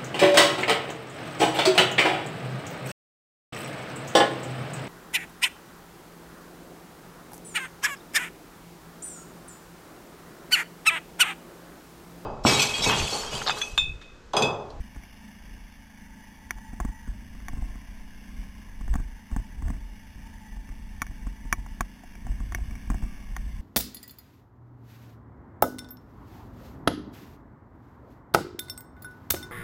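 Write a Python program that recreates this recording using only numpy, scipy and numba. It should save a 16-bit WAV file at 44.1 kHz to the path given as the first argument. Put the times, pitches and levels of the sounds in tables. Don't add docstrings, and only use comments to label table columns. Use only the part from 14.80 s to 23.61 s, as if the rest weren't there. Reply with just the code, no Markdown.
import sys
import numpy as np
from scipy import signal
from scipy.fft import rfft, irfft, next_fast_len
from scipy.io import wavfile
from scipy.ndimage import uniform_filter1d
from numba import njit

SR = 44100
rng = np.random.default_rng(int(sys.argv[2]) if len(sys.argv) > 2 else 0)


def wav_out(sig):
    wavfile.write(sys.argv[1], SR, np.round(np.clip(np.atleast_2d(sig).T, -1, 1) * 32767).astype(np.int16))


N = 388521


def undb(db):
    return 10 ** (np.asarray(db) / 20)


def level(x, db):
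    return x * undb(db) / np.sqrt(np.mean(x ** 2))


def curve(table):
    s, values = np.transpose(table)
    return np.interp(np.arange(N) / SR, s, values)


@njit
def svf(x, g, k):
    y, b, l = np.empty(len(x)), 0., 0.
    for i in range(len(x)):
        v = (b + g[i] * (x[i] - l)) / (1 + g[i] * (g[i] + k[i]))
        b, l, y[i] = 2 * v - b, l + 2 * g[i] * v, k[i] * v
    return y


def band(x, hz, width, order=2):
    tuning = np.tan(np.pi * hz / SR) * np.ones(N)
    damping = width / hz * np.ones(N)
    for _ in range(order):
        x = svf(x, tuning, damping)
    return x


def noise():
    return rng.standard_normal(N)


def walk(rate):
    hold = int(SR / rate)
    steps = np.repeat(rng.standard_normal(N // hold + 1), hold)
    slewed = uniform_filter1d(uniform_filter1d(steps, hold), hold)
    return 1.52 * slewed[:N]


def ring(modes, length, rise, spread):
    t = np.arange(int(length * SR)) / SR
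    y = 0
    for (hz, db, t60), chance in zip(modes, spread):
        sine = np.sin(2 * np.pi * hz * (1 + .008 * chance) * t)
        y = y + undb(db + 1.2 * chance) * sine * 1000. ** (-t / t60)
    return y * (1 - np.exp(-t / rise))


def add(out, s, sound):
    i = int(s * SR)
    out[i:i + len(sound)] += sound[:N - i]


def hiss():
    return undb(-59) * noise()


# [s, dB rms]
TRACK_SHAKING = [(0.0, -42), (1.47, -47.5), (2.58, -39.5), (2.77, -34), (3.09, -41.5), (3.95, -42.5),
                 (4.12, -27.5), (4.26, -38), (4.46, -53), (4.8, -32), (4.9, -27), (5.05, -44.5),
                 (5.44, -45), (5.86, -40.5), (6.87, -34), (7.14, -46.5), (7.6, -36), (8.19, -31),
                 (8.45, -36.5), (8.81, -35.5)]
# [Hz, Hz a pass, dB relative]
MOUNT_RESONANCES = [(37.4, 32.2, 1), (13.4, 5.7, -6.5), (125, 186, -18.5)]


def tremble():
    y = 0
    for hz, width, db in MOUNT_RESONANCES:
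        y = y + level(band(noise(), hz, width), db) * undb(3.15 * walk(6.4))
    return undb(curve(TRACK_SHAKING)) * level(y, 0)


# [s, dB, s the swing takes to fall 60 dB]
STONE_JOLTS = [(0.002, -21.5, 0.036), (0.171, -29, 0.11), (1.753, -32, 0.16), (2.01, -22, .12),
               (2.083, -24, 0.12), (2.288, -23, 0.15), (2.618, -32, 0.12), (2.686, -34, 0.064),
               (2.737, -23.5, 0.062), (2.777, -24, 0.1), (2.819, -22.5, 0.2), (2.892, -31, 0.28),
               (3.084, -34, .14), (3.584, -27.5, 0.16), (4.001, -37, 0.16), (4.028, -41, 0.15),
               (4.11, -17.5, 0.19), (4.18, -21.5, 0.15), (4.523, -18.5, 0.088), (4.581, -22, 0.12),
               (4.806, -29.5, 0.24), (4.852, -16, 0.14), (4.923, -23, 0.18), (5.355, -29.5, 0.11),
               (5.717, -32, 0.087), (5.763, -30, 0.25), (5.9, -28, 0.18), (6.293, -26, 0.081),
               (6.414, -32, 0.25), (6.46, -26, 0.13), (6.649, -31, 0.22), (6.779, -27.5, 0.096),
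               (7.003, -29, 0.26), (7.447, -27.5, 0.31), (7.495, -20.5, .15), (7.602, -24, 0.15),
               (7.658, -41, 0.16), (7.727, -32, 0.089), (7.91, -31, 0.23), (8.072, -25, 0.13),
               (8.1, -16, .14), (8.146, -19.5, 0.074), (8.18, -44, .14), (8.228, -18, 0.086)]


def mount_swings():
    swings = np.zeros(N)
    for (s, db, t60), chance in zip(STONE_JOLTS, rng.standard_normal((len(STONE_JOLTS), 1))):
        swing = ring([(42.2, 0, t60)], length=.4, rise=.0045, spread=chance)
        add(swings, s, -undb(db) * swing / np.abs(swing).max())
    return swings


# [Hz, Hz a pass, dB against the rms swing]
JOINT_RESONANCES = [(97, 69, -16), (238, 56, -26.5), (283, 53, -30.5), (685, 130, -31.5), (1010, 350, -35),
                    (1560, 190, -40)]


def joint_rattle(swings):
    happens, strength = rng.random((N, 2)).T
    swing_width = uniform_filter1d(np.abs(swings), int(.013 * SR))
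    ticks = (happens < 160 / SR) * (strength - .5) * swing_width
    rattle = sum(level(band(ticks, hz, width), db) for hz, width, db in JOINT_RESONANCES)
    return np.sqrt(np.mean(swings ** 2)) * rattle


def strike(modes, spread):
    contact_s = .0009
    t = np.arange(int(.08 * SR)) / SR - contact_s
    y = 0
    for (hz, db, t60), chance in zip(modes, spread):
        wave = np.cos(2 * np.pi * hz * (1 + .012 * chance) * t + .9 * chance)
        y = y + undb(db + 1.5 * chance) * wave * 1000. ** (-np.maximum(t, 0) / t60)
    return y * np.sin(np.pi / 2 * np.minimum(1 + t / contact_s, 1))


# [s, dB, then four levels in dB against the crack, share of the free ring time]
CASE_KNOCKS = [(0.162, -48, 3, 0, -21, 14, 0.41), (0.235, -54.5, 5, -12, 11, -12, 0.93),
               (1.707, -21.5, -13.5, -21, -5, -38, 0.54), (1.784, -45, -7, -9, -24, -20, 0.76),
               (1.931, -55, 9, -4, -1, 24.5, 0.79), (2.001, -32.5, 4, 0.5, -28, 4.5, .9),
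               (2.0489, -43, 7, 5, -19, 21.5, 0.3), (2.0861, -55.5, 7, 5, -23, 13, 0.38),
               (2.2752, -54.5, 4, 8.5, -21, 24.5, 0.3), (2.551, -55, 6, -2, -18, 12, 0.42),
               (2.6031, -53.5, -1, 5, -21, 3, 0.39), (2.683, -31.5, -8.5, -8, -7.5, -14, 1),
               (2.732, -56.5, 11, 1, -22, 25, 0.41), (2.7709, -52.5, 4, 5, -16, 19, .45),
               (2.8228, -55, 13, -9, -12, 20.5, 0.64), (2.955, -56, 11, 2.5, -20, 14, 0.66),
               (4.0097, -55.5, 3, 7, -18, 21.5, 0.71), (4.0793, -44.5, 5, -2, -22, 11.5, 0.38),
               (4.139, -31.5, -8.5, -14, -35, -23, 0.75), (4.1542, -35.5, 2, -3, -32, 14.5, 0.76),
               (4.197, -49.5, 3, -2, -18, 15, 0.45), (4.514, -51, -6, 3, -23, 16, 0.65),
               (4.563, -32, -5, -4, -42, 12.5, 0.61), (4.8219, -49, -3, 2, -22, 12, 0.7),
               (4.851, -53, 8, -1, -18, 0, 0.59), (4.882, -38, -14, -9, -26, -13, .5),
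               (4.902, -43.5, 8, 5, -27, 19, 0.54), (4.965, -62, 11, 0, -15, 24, 0.46),
               (5.769, -56, 7, -5, -15, 12, 0.54), (5.89, -50.5, -2, -6, -12, 16, 0.4),
               (6.2181, -16, -18, -12, -13, -12, 0.88), (6.266, -40.5, -9, -15, -5, -5, 1),
               (6.468, -43, 0, -2, -29, 14, 0.77), (6.652, -53, 1, -8, -15, 21, 0.48),
               (6.726, -15, -12, -7, -7.5, -11, 1), (6.783, -54.5, 11, -3, -16, 18, 0.42),
               (6.862, -53, 9, 7, -16, 10, 0.5), (7.007, -22, -4, -3.5, -15, -3.5, 0.76),
               (7.2352, -56, 15.5, -8, -13, -14, 1), (7.353, -48, 3, -11, 1.5, -10, 0.87),
               (7.4669, -42.5, 6.5, -9, -23, 10.5, 0.58), (7.6036, -57.5, 5, 7.5, -28, 28, 1),
               (7.7218, -34.5, -5, -6, -20, -25, 0.8), (7.747, -23.5, -11, -15, -4.5, -42, 1),
               (7.785, -47, 7, -16, -18, 5, 0.54), (7.909, -54, 0, -2, 9, 10, 0.94),
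               (7.953, -50, -2, -8, 6, 11, 0.77), (8.101, -30.5, -11, -2, -41, 11.5, 0.35),
               (8.1432, -41, 5.5, -1, -26, 8, 0.64), (8.224, -41, -1, -6.5, -21, 9, 0.47),
               (8.5647, -25.5, -11, -14, -24, -34, .8)]
# [Hz, dB before a knock's colour, s when ringing freely]
CASE_MODES = [(342, -22, .06), (720, 2, .036), (860, -9, .016), (1116, 5, .032), (1420, -11, .012),
              (1630, -1, .013), (1790, 1, .017), (2040, -15, .01), (2262, 2, .036), (2480, -8, .011),
              (2830, -28, .008), (3280, -17, .011), (3500, -17, .009)]
# pitch_hz of body, low, middle, crack, high and tip [Hz]
KNOCK_COLOUR_HZ = (342, 720, 1115, 1700, 2300, 3200)
# [Hz, dB against the push, s]
PUSH_RINGS = [(254, 2, 0.023), (40.3, 1, 0.12)]


def knocks():
    out, scuff = np.zeros(N), np.zeros(N)
    push_s, body_db = .00314, 18
    push = np.hanning(int(push_s * SR))
    scuff_fade = np.exp(-np.arange(2000) / SR / .005)
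    mode_hz = np.transpose(CASE_MODES)[0]
    spreads = rng.standard_normal((len(CASE_KNOCKS), 14))
    for (s, db, low_db, mid_db, high_db, thud_db, share), spread in zip(CASE_KNOCKS, spreads):
        tints = (body_db + min(low_db, 4), low_db, mid_db, 0, high_db, -np.clip(thud_db, 0, 12))
        colour = np.interp(mode_hz, KNOCK_COLOUR_HZ, tints)
        modes = [(hz, gain_db + tint, t60 * share) for (hz, gain_db, t60), tint in zip(CASE_MODES, colour)]
        add(out, s, -undb(db) * strike(modes, spread))
        add(out, s, -undb(db + thud_db) * push)
        rebound = ring(PUSH_RINGS, length=.2, rise=.0001, spread=spread[12:])
        add(out, s + push_s, undb(db + thud_db) * rebound)
        add(scuff, s, undb(db + max(mid_db, -10) + .5) * scuff_fade)
    return out + scuff * level(band(noise(), 1145, 880), 0)


# [Hz, Hz, share 0-1]
CASE_DIPS = [(500, 240, .75), (1280, 110, .8), (2800, 300, .7)]


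def through_case(shocks):
    for hz, width, depth in CASE_DIPS:
        shocks = shocks - depth * band(shocks, hz, width, order=1)
    return shocks


REFERENCE_HZ = 27
DRIFT = .018

# [Hz, Hz a pass, dB relative]
CLATTER_BANDS = [(832, 810, -0.5), (1690, 355, 3), (2154, 300, 0), (2801, 304, -1), (3330, 286, -6.5)]
# [s, dB added to their base level]
CRUNCH_LEVEL = [(0.0, 2), (1.3, 0.6), (3.0, -.7), (5.5, 0.2), (8.81, -0.3)]


def running_gear(hz, puff):
    happens, size = rng.random((N, 2)).T
    grain_gain = undb(np.minimum(-3.5 * np.log(size + 1e-9), 14))
    grains = (happens < 300 / SR) * grain_gain * rng.choice([-1, 1], N)
    source = puff * noise() + level(grains, -.5)
    y = 0
    for f, width, db in CLATTER_BANDS:
        coloured = band(source, f * (1 + DRIFT * walk(12)), width)
        y = y + level(coloured, db) * undb(.79 * walk(18))
    gear_db = -57 + curve(CRUNCH_LEVEL) + .38 * (hz - REFERENCE_HZ) + .42 * walk(3.51)
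    return undb(gear_db) * level(y, 0)


# [Hz at the reference rate, Hz a pass, dB relative, dB per Hz of firing rate, how closely pitch follows revs 0-1]
PANELS_AND_GEAR = [(885, 55, 0, -1.8, 0), (945, 65, -9, 1.5, .8), (1870, 130, -8, 1.5, .8),
                   (1935, 70, -4, -1, .2), (1760, 60, -4, -.6, .3)]


def panels_and_gear(hz, puff, gas):
    revs = uniform_filter1d(hz, SR // 3) / REFERENCE_HZ
    y = 0
    for f, width, db, slope, glide in PANELS_AND_GEAR:
        drive = puff * noise() + 1.5 * gas
        pitch = f * revs ** glide * (1 + DRIFT / 2 * walk(5))
        y = y + level(band(drive, pitch, width), db) * undb(slope * (hz - REFERENCE_HZ) + walk(24))
    buzz_db = -59 - .45 * (hz - REFERENCE_HZ) + 1.5 * walk(4)
    return undb(buzz_db) * level(y, 0)


def frame_hum(turns):
    hum = np.sqrt(2) * np.sin(2 * np.pi * 3 * turns)
    return undb(-59.5 + walk(1.7)) * hum


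def silencer(x):
    size = next_fast_len(N)
    spectrum, hz = rfft(x, size), np.arange(size // 2 + 1) * SR / size
    echo = .6
    for round_trip_s in (.0073, .0119):
        late = np.exp(-2j * np.pi * hz * round_trip_s)
        spectrum = spectrum * (late - echo) / (1 - echo * late)
    return irfft(spectrum, size)[:N]


def exhaust_gas(turns):
    at = np.flatnonzero(np.diff(np.floor(turns)))
    chance_db = 1.4 * rng.standard_normal(len(at))
    second_cylinder_db = -2 * (np.arange(len(at)) % 2)
    pulses = np.zeros(N)
    pulses[at] = undb(chance_db + second_cylinder_db)
    return level(silencer(pulses), 0) + undb(-9.5) * noise()


# [Hz, Hz a pass, dB relative]
EXHAUST_RESONANCES = [(177, 177, -6.5), (210.1, 44, 7.5), (263.7, 41, -4.5)]


def exhaust_drone(hz, gas):
    y = 0
    for k, (f, width, db) in enumerate(EXHAUST_RESONANCES):
        y = y + (-1) ** k * undb(db + 1.43 * walk(11)) * band(gas, f, width)
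    climb = uniform_filter1d(np.gradient(hz) * SR, int(.15 * SR))
    drone_db = -51 + .25 * (hz - REFERENCE_HZ) + .08 * climb + .27 * walk(3.57)
    return undb(drone_db) * level(y, 0)


# [s, Hz]
FIRING_RATE = [(0.0, 28.57), (0.42, 26.54), (0.72, 28.27), (1.0, 26.7), (1.2, 26.71), (1.3, 26.08),
               (1.49, 28.04), (1.7, 25.68), (2.2, 26.82), (2.82, 31.37), (3.26, 28.75), (3.61, 33.54),
               (4.02, 27.7), (4.49, 27.16), (4.76, 28.22), (5.1, 25.99), (5.42, 27.12), (5.68, 25.65),
               (5.92, 27.26), (6.38, 28.15), (6.75, 26.08), (7.09, 28.1), (7.44, 26.9), (7.75, 33.34),
               (8.02, 33.27), (8.2, 34.77), (8.41, 33.87), (8.52, 30.6), (8.81, 30.68)]


def engine():
    hz = curve(FIRING_RATE)
    turns = np.cumsum(hz * (1 + .003 * walk(25))) / SR
    puff = 1 + 1.6 * np.exp(-(turns % 1))
    gas = exhaust_gas(turns)
    body = running_gear(hz, puff) + panels_and_gear(hz, puff, gas) + frame_hum(turns)
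    return body + exhaust_drone(hz, gas)


def scene():
    swings = mount_swings()
    shocks = tremble() + swings + joint_rattle(swings) + knocks()
    return (hiss() + through_case(shocks) + engine())[None]


def record(dry):
    sample_hz, store_hz, top_hz = 8000, 48000, 15600
    edge = signal.cheby1(8, .5, 3800, fs=SR, output="sos")
    coarse = signal.resample_poly(signal.sosfilt(edge, dry), sample_hz, SR, axis=1, window=("kaiser", 2.))
    held = np.repeat(coarse, store_hz // sample_hz, axis=1)
    out = signal.resample_poly(held, SR, store_hz, axis=1)[:, :N]
    top_cut = signal.ellip(8, .2, 70, top_hz, fs=SR, output="sos")
    return signal.sosfilt(top_cut, out)


dry = scene()
out = record(dry)
wav_out(out)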